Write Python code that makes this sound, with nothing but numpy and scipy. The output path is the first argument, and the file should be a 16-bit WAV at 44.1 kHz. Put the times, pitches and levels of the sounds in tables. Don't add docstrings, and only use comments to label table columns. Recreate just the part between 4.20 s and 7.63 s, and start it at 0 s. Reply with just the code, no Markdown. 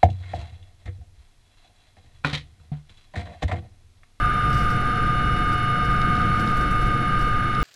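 import sys
import numpy as np
from scipy import signal
from scipy.fft import rfft, irfft
from scipy.io import wavfile
from scipy.ndimage import uniform_filter1d

SR = 44100
rng = np.random.default_rng(int(sys.argv[2]) if len(sys.argv) > 2 else 0)


def to_wav(sig):
    pcm = np.clip(np.atleast_2d(sig), -1, 1) * 32767
    pcm = np.round(pcm).astype(np.int16)
    wavfile.write(sys.argv[1], SR, pcm.T)


def undo_db(level):
    steps = np.asarray(level, float) / 20
    return 10 ** steps


N = 151263
T = np.arange(N) / SR

# (time [s], pitch [Hz])
SHAFT_SPEED = [
    (0, 1211.3),
    (.25, 1212),
    (.6, 1216),
    (.9, 1216.3),
    (1.5, 1219.3),
    (1.9, 1221.3),
    (2.2, 1220.9),
    (2.45, 1219.2),
    (3.2, 1218.1),
    (3.43, 1219),
]
# (time [s], level [dB])
GEAR_LOAD = [
    (0, 2),
    (.5, 0.5),
    (1, 0),
    (1.5, 1),
    (1.9, 2.5),
    (2.3, 0.5),
    (2.8, -0.5),
    (3.43, -0.5),
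]
# (time [s], level [dB])
CASING_FLEX = [
    (0, 0.5),
    (.5, 1),
    (.7, -2.5),
    (1, 1.5),
    (1.6, 1),
    (2.05, -2),
    (2.3, -1),
    (3.43, 0.5),
]
# (time [s], level [dB])
RING_PATH_DB = [
    (0, 0),
    (1.3, 0),
    (2.5, -1),
    (2.9, -2),
    (3.43, -7),
]

MESH_HZ, ROTOR_HZ, SHAFT_HZ = 1219.3, 4.85, 71.7
RING_HZ, BEVEL_HZ, PUMP_HZ = 726.3, 883.2, 785.4
MESH_LEVELS = [-25.5, -58, -62.5, -92.5, -82]
RING_LEVELS = [-42.5, -40, -41.5, -45.5, -51.5, -57.5, -73, -70, -95, -84, -92]
BEVEL_LEVELS = [-54, -67, -52]
PUMP_LEVELS = [-60, -40, -63]
SIDE_LEVELS = [-52, -44, -53]
MIX_LEVELS = [-54.5, -50, -62]
OTHER_TONES = [9.68, 107, 131.2, 467, 1178.3, 1257.7, 1506.7, 1613, 1971.6, 2080, 2152, 2295.3, 2334.3,
               2510.6, 2748.8, 3164, 3729.5, 4331.5, 4446.6, 5135.7, 7950]
OTHER_LEVELS = [-31, -35, -34, -51, -53, -45, -49, -50, -59, -57, -51, -60, -58, -66, -61, -66, -58, -69,
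                -69, -75, -80]
TONE_THROB = [.06, .15, .04, .05]
MESH_THROB_ANGLE = [-2.2, 2.3, 2.1, -.2]
RING_THROB_DEPTH = ([[.2, .07, .22, .12], [.33, .07, .3, .05]] + [[.09, .1, .03, .05]] * 9)
RING_THROB_ANGLE = ([[1.4, 2.1, 1.1, -2.2], [-3, -.5, -2.6, 1.5], [.3, .8, 1.1, -.5], [1.1, -.9, 2.1, -2.3]]
                     + [[1, -3.1, -.7, -3.1]] * 7)
# (load [dB/dB], flexing [dB/dB], shaft speed [dB/Hz])
RING_RESPONSE = ([(0.88, 0.01, 0.22), (0.87, 0.01, -0.18), (0.11, 0.01, 0.75), (0.011, 2.0, 0.22),
                  (.3, 0.78, -0.092), (0.01, 0.01, 0.85)] + [(.3, 0, 0)] * 5)
PUMP_BEAT_HZ, PUMP_BEAT_PEAK_S, PUMP_BEAT_DEPTH = 0.92, 0.84, 0.23
WANDER_DB, WANDER_PER_S, PHASE_JITTER_RAD = 0.7, 9, 0.06
SWELL_DB, SWELL_PER_S = 0.5, 2.5

WHINE_HZ, WHINE_SAG_HZ_PER_S, WHINE_DB, WHINE_WIDTH_HZ = 10430, 24, -60.5, 270
SKIRT_HZ, SKIRT_WIDTH_HZ, SKIRT_DB, WHINE_CHOP = 10540, 660, -64, 0.24

# (time [s], level [dB])
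CLICKS = [(.0593, -39), (.3302, -39), (1.1643, -38), (1.3189, -35), (1.765, -38), (1.8166, -29.5),
          (1.9533, -31), (1.9674, -32), (2.0173, -33), (2.275, -27.5), (3.3496, -30), (3.4022, -34)]
# (pitch [Hz], level [dB], time to fade by 60 dB [s])
PLASTIC_TONES = [(2200, -3, .012), (2800, -1, .012), (3800, 0, .015), (4400, -3, .009), (5100, -2, .011),
                 (6000, -11, .007), (6900, -11, .008)]
TICK_CONTACT_S = 0.0002
# (time [s], level [dB], extra level of the lowest band [dB])
SCRAPES = [(0.2794, -60, 0.0), (0.3262, -49, 5), (0.3404, -54, 3), (0.3674, -55, 5), (0.3844, -59, 4),
           (0.4055, -52, 3), (0.4494, -60, 0), (0.4873, -51, 4), (0.4993, -53, 2), (.53, -58, 2),
           (.6729, -62, 0.0), (.7682, -63, 0.0), (1.1194, -62, 0.0), (1.1644, -54, 4), (1.1894, -59, 0.0),
           (1.255, -60, 0.0), (1.294, -60, 2), (1.3239, -48, 2), (1.3748, -58, 2), (1.6442, -51, 4),
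           (1.702, -55, 0.0), (1.7594, -64, 0.0), (1.8103, -59, 2), (1.9864, -62, 3), (2.0433, -61, 0.0),
           (2.138, -62, 2), (2.1934, -47, 1), (2.2144, -59, -4), (2.2503, -54, -2), (2.2987, -60, 0.0),
           (2.3341, -60, 2), (2.366, -46, -3), (2.4064, -50, 2), (2.4528, -62, 0.0), (2.5062, -48, 0),
           (2.5601, -64, 0.0), (2.6105, -54, 0.0), (2.6594, -59, -2), (2.7047, -58, 0.0),
           (2.7347, -59, 0.0), (2.9886, -54, 2), (3.0071, -48, 2), (3.0435, -58, 0.0), (3.07, -59, 0.0),
           (3.1268, -56, -2), (3.4131, -50, 0.0)]
# (pitch [Hz], width [Hz], level [dB])
SCRAPE_BANDS = [(5160, 1440, 3), (8400, 2900, 0.1), (11900, 5900, -2.5)]
# (time [s], level [dB])
CRACKLE = [(0, -69), (.2, -66), (.3, -60), (.55, -68), (.7, -78), (1.05, -76), (1.17, -72), (1.4, -73),
           (1.55, -78), (1.7, -63), (1.9, -71), (2.2, -68), (2.45, -65), (2.75, -69), (2.9, -76),
           (3.05, -67), (3.25, -78), (3.43, -63)]
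SCRAPE_ATTACK_S, SCRAPE_DECAY_S, SCRAPE_GRAIN_DB = 0.004, 0.013, 1.5
CRACKLE_PER_S, CRACKLE_SPREAD_DB = 70, 1.2

# (pitch [Hz], level in each Hz [dB])
AIRFLOW = [(8, -49), (90, -59), (230, -58.5), (600, -68), (1050, -75.5), (2500, -79), (6500, -94.5),
           (15000, -116)]
# (pitch [Hz], width [Hz], level [dB])
CABIN_BOOMS = [(14.2, 20.4, -34), (38.4, 15.4, -32.5), (56.5, 7.4, -34), (76.4, 6.7, -39),
               (106, 19.4, -37.5), (128.4, 37, -35), (157.8, 17, -37), (177.6, 20, -39), (206.4, 35, -37.5),
               (245, 21, -46), (306.4, 36, -43), (475, 50, -47.5)]
# (pitch [Hz], width [Hz], level [dB])
SHAKEN_PANELS = [(730, 67, -48), (1201, 90, -43), (1271.7, 86, -35.5), (1489, 176, -37.5),
                 (1581, 290, -38.5), (1940, 63, -58.5), (2145, 290, -46), (2955, 330, -49.5),
                 (3660, 600, -57.5), (4375, 120, -64), (5185, 250, -60.5), (10000, 1800, -65),
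                 (12100, 2000, -85), (13800, 700, -90)]
# (time [s], level [dB])
LOW_BUFFET = [(0, -20), (.17, -32.5), (.42, -27), (.55, -34), (1.1, -31), (1.27, -26.5), (1.55, -43),
              (1.7, -23.5), (1.95, -37), (2.6, -26), (2.9, -35), (3.2, -23.5), (3.32, -42), (3.43, -22)]
# (time [s], level [dB])
BLADE_WASH = [(0.0, -26), (0.13, -32.5), (0.3, -25), (0.52, -26), (0.55, -25.5), (0.63, -32.5), (0.7, -28),
              (0.72, -30), (1.28, -26), (1.46, -33.5), (1.48, -26.5), (2.28, -27), (2.36, -35),
              (2.43, -26.5), (2.57, -31.5), (2.61, -25.5), (3.37, -31), (3.43, -26)]
BUFFET_MEAN_DB, BUFFET_TOP_HZ, WASH_MEAN_DB = -31.5, 70, -27.5
GUST_DB, BOOM_FLICKER_DB, PANEL_FLICKER_DB = 0.5, 1.5, 0.8

MIC_TOP_HZ, MIC_LOW_HZ, SOFT_PEAK = 14170, 4, 0.75
GATE_FROM_HZ, GATE_DB, GATE_SCATTER_DB, GATE_BANDS, GATE_BINS = 12500, -105.5, 4.5, 18, 7


def curve(rows):
    return np.interp(T, *np.array(rows, float).T)


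def unit(x):
    return x / np.sqrt(np.mean(x ** 2) + 1e-18)


def walk(rate):
    coarse = T[::64]
    k = int(SR / 64 / rate)
    held = np.repeat(rng.standard_normal(len(coarse) // k + 1), k)
    smooth = uniform_filter1d(uniform_filter1d(held, k), k)
    return np.interp(T, coarse, unit(smooth[:len(coarse)]))


def band(x, hz, width_hz):
    edges = [max(hz - width_hz / 2, 2), hz + width_hz / 2]
    return unit(signal.sosfilt(signal.butter(2, edges, btype="band", fs=SR, output="sos"), x))


def strikes(rows):
    x = np.zeros(N)
    for s, db in rows:
        x[int(s * SR)] += undo_db(db)
    return x


def harmonics(hz, levels):
    return hz * np.arange(1, len(levels) + 0.5)


def tones(turn, hz, levels, throb, angles=None, follows=None):
    out = 0
    controls = np.array([curve(GEAR_LOAD), curve(CASING_FLEX), curve(SHAFT_SPEED) - MESH_HZ])
    depths = np.broadcast_to(throb, (len(levels), 4))
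    for n, (f, db) in enumerate(zip(hz, levels)):
        start = 2 * np.pi * rng.random(5)
        angle = angles[n] if angles else start
        beat = 1
        for k, depth in enumerate(depths[n]):
            beat = beat + depth * np.cos(2 * np.pi * (k + 1) * ROTOR_HZ * turn + angle[k])
        phase = 2 * np.pi * f * turn + start[4] + PHASE_JITTER_RAD * walk(24.73)
        drift_db = WANDER_DB * walk(WANDER_PER_S)
        if np.mean(db) < -35:
            drift_db = drift_db + SWELL_DB * walk(SWELL_PER_S)
        if follows:
            drift_db = drift_db + np.dot(follows[n], controls)
        out = out + undo_db(db + drift_db) * beat * np.sqrt(2) * np.sin(phase)
    return out


def gearbox(turn):
    mesh = tones(turn, harmonics(MESH_HZ, MESH_LEVELS), MESH_LEVELS, TONE_THROB,
                 [MESH_THROB_ANGLE] * len(MESH_LEVELS))
    sides = tones(turn, MESH_HZ + SHAFT_HZ * np.array([-1, 1, 2]), SIDE_LEVELS, TONE_THROB)
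    ring_levels = [RING_LEVELS[0] + curve(RING_PATH_DB)] + RING_LEVELS[1:]
    ring = tones(turn, harmonics(RING_HZ, RING_LEVELS), ring_levels, RING_THROB_DEPTH,
                 RING_THROB_ANGLE, RING_RESPONSE)
    mixed = tones(turn, MESH_HZ + RING_HZ * np.array([-1, 1, 2]), MIX_LEVELS, TONE_THROB)
    pumps = tones(turn, harmonics(PUMP_HZ, PUMP_LEVELS), PUMP_LEVELS, TONE_THROB)
    pump_beat = 1 + PUMP_BEAT_DEPTH * np.cos(2 * np.pi * PUMP_BEAT_HZ * (T - PUMP_BEAT_PEAK_S))
    bevel = tones(turn, harmonics(BEVEL_HZ, BEVEL_LEVELS), BEVEL_LEVELS, TONE_THROB)
    others = tones(turn, OTHER_TONES, OTHER_LEVELS, TONE_THROB)
    return (mesh + sides) * undo_db(curve(GEAR_LOAD)) + ring + mixed + pumps * pump_beat + bevel + others


def turbine(turn):
    blur = band(rng.standard_normal(N), WHINE_WIDTH_HZ / 4, WHINE_WIDTH_HZ / 2)
    pitch = WHINE_HZ - WHINE_SAG_HZ_PER_S * T
    whistle = np.sqrt(2) * blur * np.sin(2 * np.pi * np.cumsum(pitch) / SR)
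    skirt = band(rng.standard_normal(N), SKIRT_HZ, SKIRT_WIDTH_HZ)
    chop = 1 + WHINE_CHOP * np.cos(2 * np.pi * 4 * ROTOR_HZ * turn + 1.0)
    return chop * undo_db(0.4 * walk(30)) * (undo_db(WHINE_DB) * whistle + undo_db(SKIRT_DB) * skirt)


def ticks():
    t = T[:1500]
    ring = 0
    for hz, db, t60 in PLASTIC_TONES:
        ring = ring + undo_db(db) * np.exp(-np.log(1000) * t / t60) * np.sin(2 * np.pi * hz * t)
    contact = (1 - np.exp(-t / TICK_CONTACT_S)) ** 2
    return signal.fftconvolve(strikes(CLICKS), ring * contact)[:N]


def rustles():
    t = T[:4000]
    shape = (1 - np.exp(-t / SCRAPE_ATTACK_S)) * np.exp(-t / SCRAPE_DECAY_S)
    chance = rng.random((2, N))
    crackle_db = curve(CRACKLE) - CRACKLE_SPREAD_DB * np.log(chance[1] + 1e-9)
    crackle = (chance[0] < CRACKLE_PER_S / SR) * undo_db(crackle_db)
    grains = rng.standard_normal(N) * undo_db(SCRAPE_GRAIN_DB * rng.exponential(size=N))
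    low, mid, high = (undo_db(db) * band(grains, hz, w) for hz, w, db in SCRAPE_BANDS)
    low_hits = strikes([(s, db + low_db) for s, db, low_db in SCRAPES])
    high_hits = strikes([(s, db) for s, db, _ in SCRAPES])
    low_swell = signal.fftconvolve(low_hits + crackle, shape)[:N]
    high_swell = signal.fftconvolve(high_hits + crackle, shape)[:N]
    return low_swell * low + high_swell * (mid + high)


def shaken(rows, flicker_db):
    out = 0
    for hz, width_hz, db in rows:
        out = out + undo_db(db + flicker_db * walk(6.55)) * band(rng.standard_normal(N), hz, width_hz)
    return out


def cabin():
    f = np.maximum(np.fft.rfftfreq(N, 1 / SR), 1)
    air_hz, air_db = np.array(AIRFLOW).T
    per_hz = undo_db(np.interp(np.log(f), np.log(air_hz), air_db))
    air = irfft(rfft(rng.standard_normal(N)) * per_hz * np.sqrt(SR / 2), N)
    low = shaken([b for b in CABIN_BOOMS if b[0] < BUFFET_TOP_HZ], BOOM_FLICKER_DB)
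    high = shaken([b for b in CABIN_BOOMS if b[0] >= BUFFET_TOP_HZ], BOOM_FLICKER_DB)
    booms = low * undo_db(curve(LOW_BUFFET) - BUFFET_MEAN_DB) + high * undo_db(curve(BLADE_WASH) - WASH_MEAN_DB)
    panels = shaken(SHAKEN_PANELS, PANEL_FLICKER_DB) * undo_db(curve(GEAR_LOAD) / 2)
    return (air + booms) * undo_db(GUST_DB * walk(4.03)) + panels


def scene():
    turn = np.cumsum(curve(SHAFT_SPEED)) / MESH_HZ / SR
    return (gearbox(turn) + turbine(turn) + ticks() + rustles() + cabin())[None]


def drop_faint_treble(x):
    f, _, z = signal.stft(x, SR, nperseg=2048)
    first = np.searchsorted(f, GATE_FROM_HZ)
    bins = slice(first, first + GATE_BANDS * GATE_BINS)
    top = z[:, bins].reshape(len(x), GATE_BANDS, GATE_BINS, -1)
    size = np.sqrt(np.mean(np.abs(top) ** 2, axis=2, keepdims=True))
    keep = size > undo_db(GATE_DB + GATE_SCATTER_DB * rng.standard_normal(size.shape))
    z[:, bins] = (top * keep).reshape(z[:, bins].shape)
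    return signal.istft(z, SR, nperseg=2048)[1][:, :N]


def band_limit(x):
    return signal.sosfilt(signal.butter(12, 15130, fs=SR, output="sos"), x)


def record(dry):
    soft = SOFT_PEAK * np.tanh(dry / SOFT_PEAK)
    dull = signal.sosfilt(signal.butter(12, MIC_TOP_HZ, fs=SR, output="sos"), soft)
    steady = signal.sosfilt(signal.butter(2, MIC_LOW_HZ, btype="high", fs=SR, output="sos"), dull)
    mix = drop_faint_treble(steady)
    return band_limit(mix)


dry = scene()
out = record(dry)
to_wav(out)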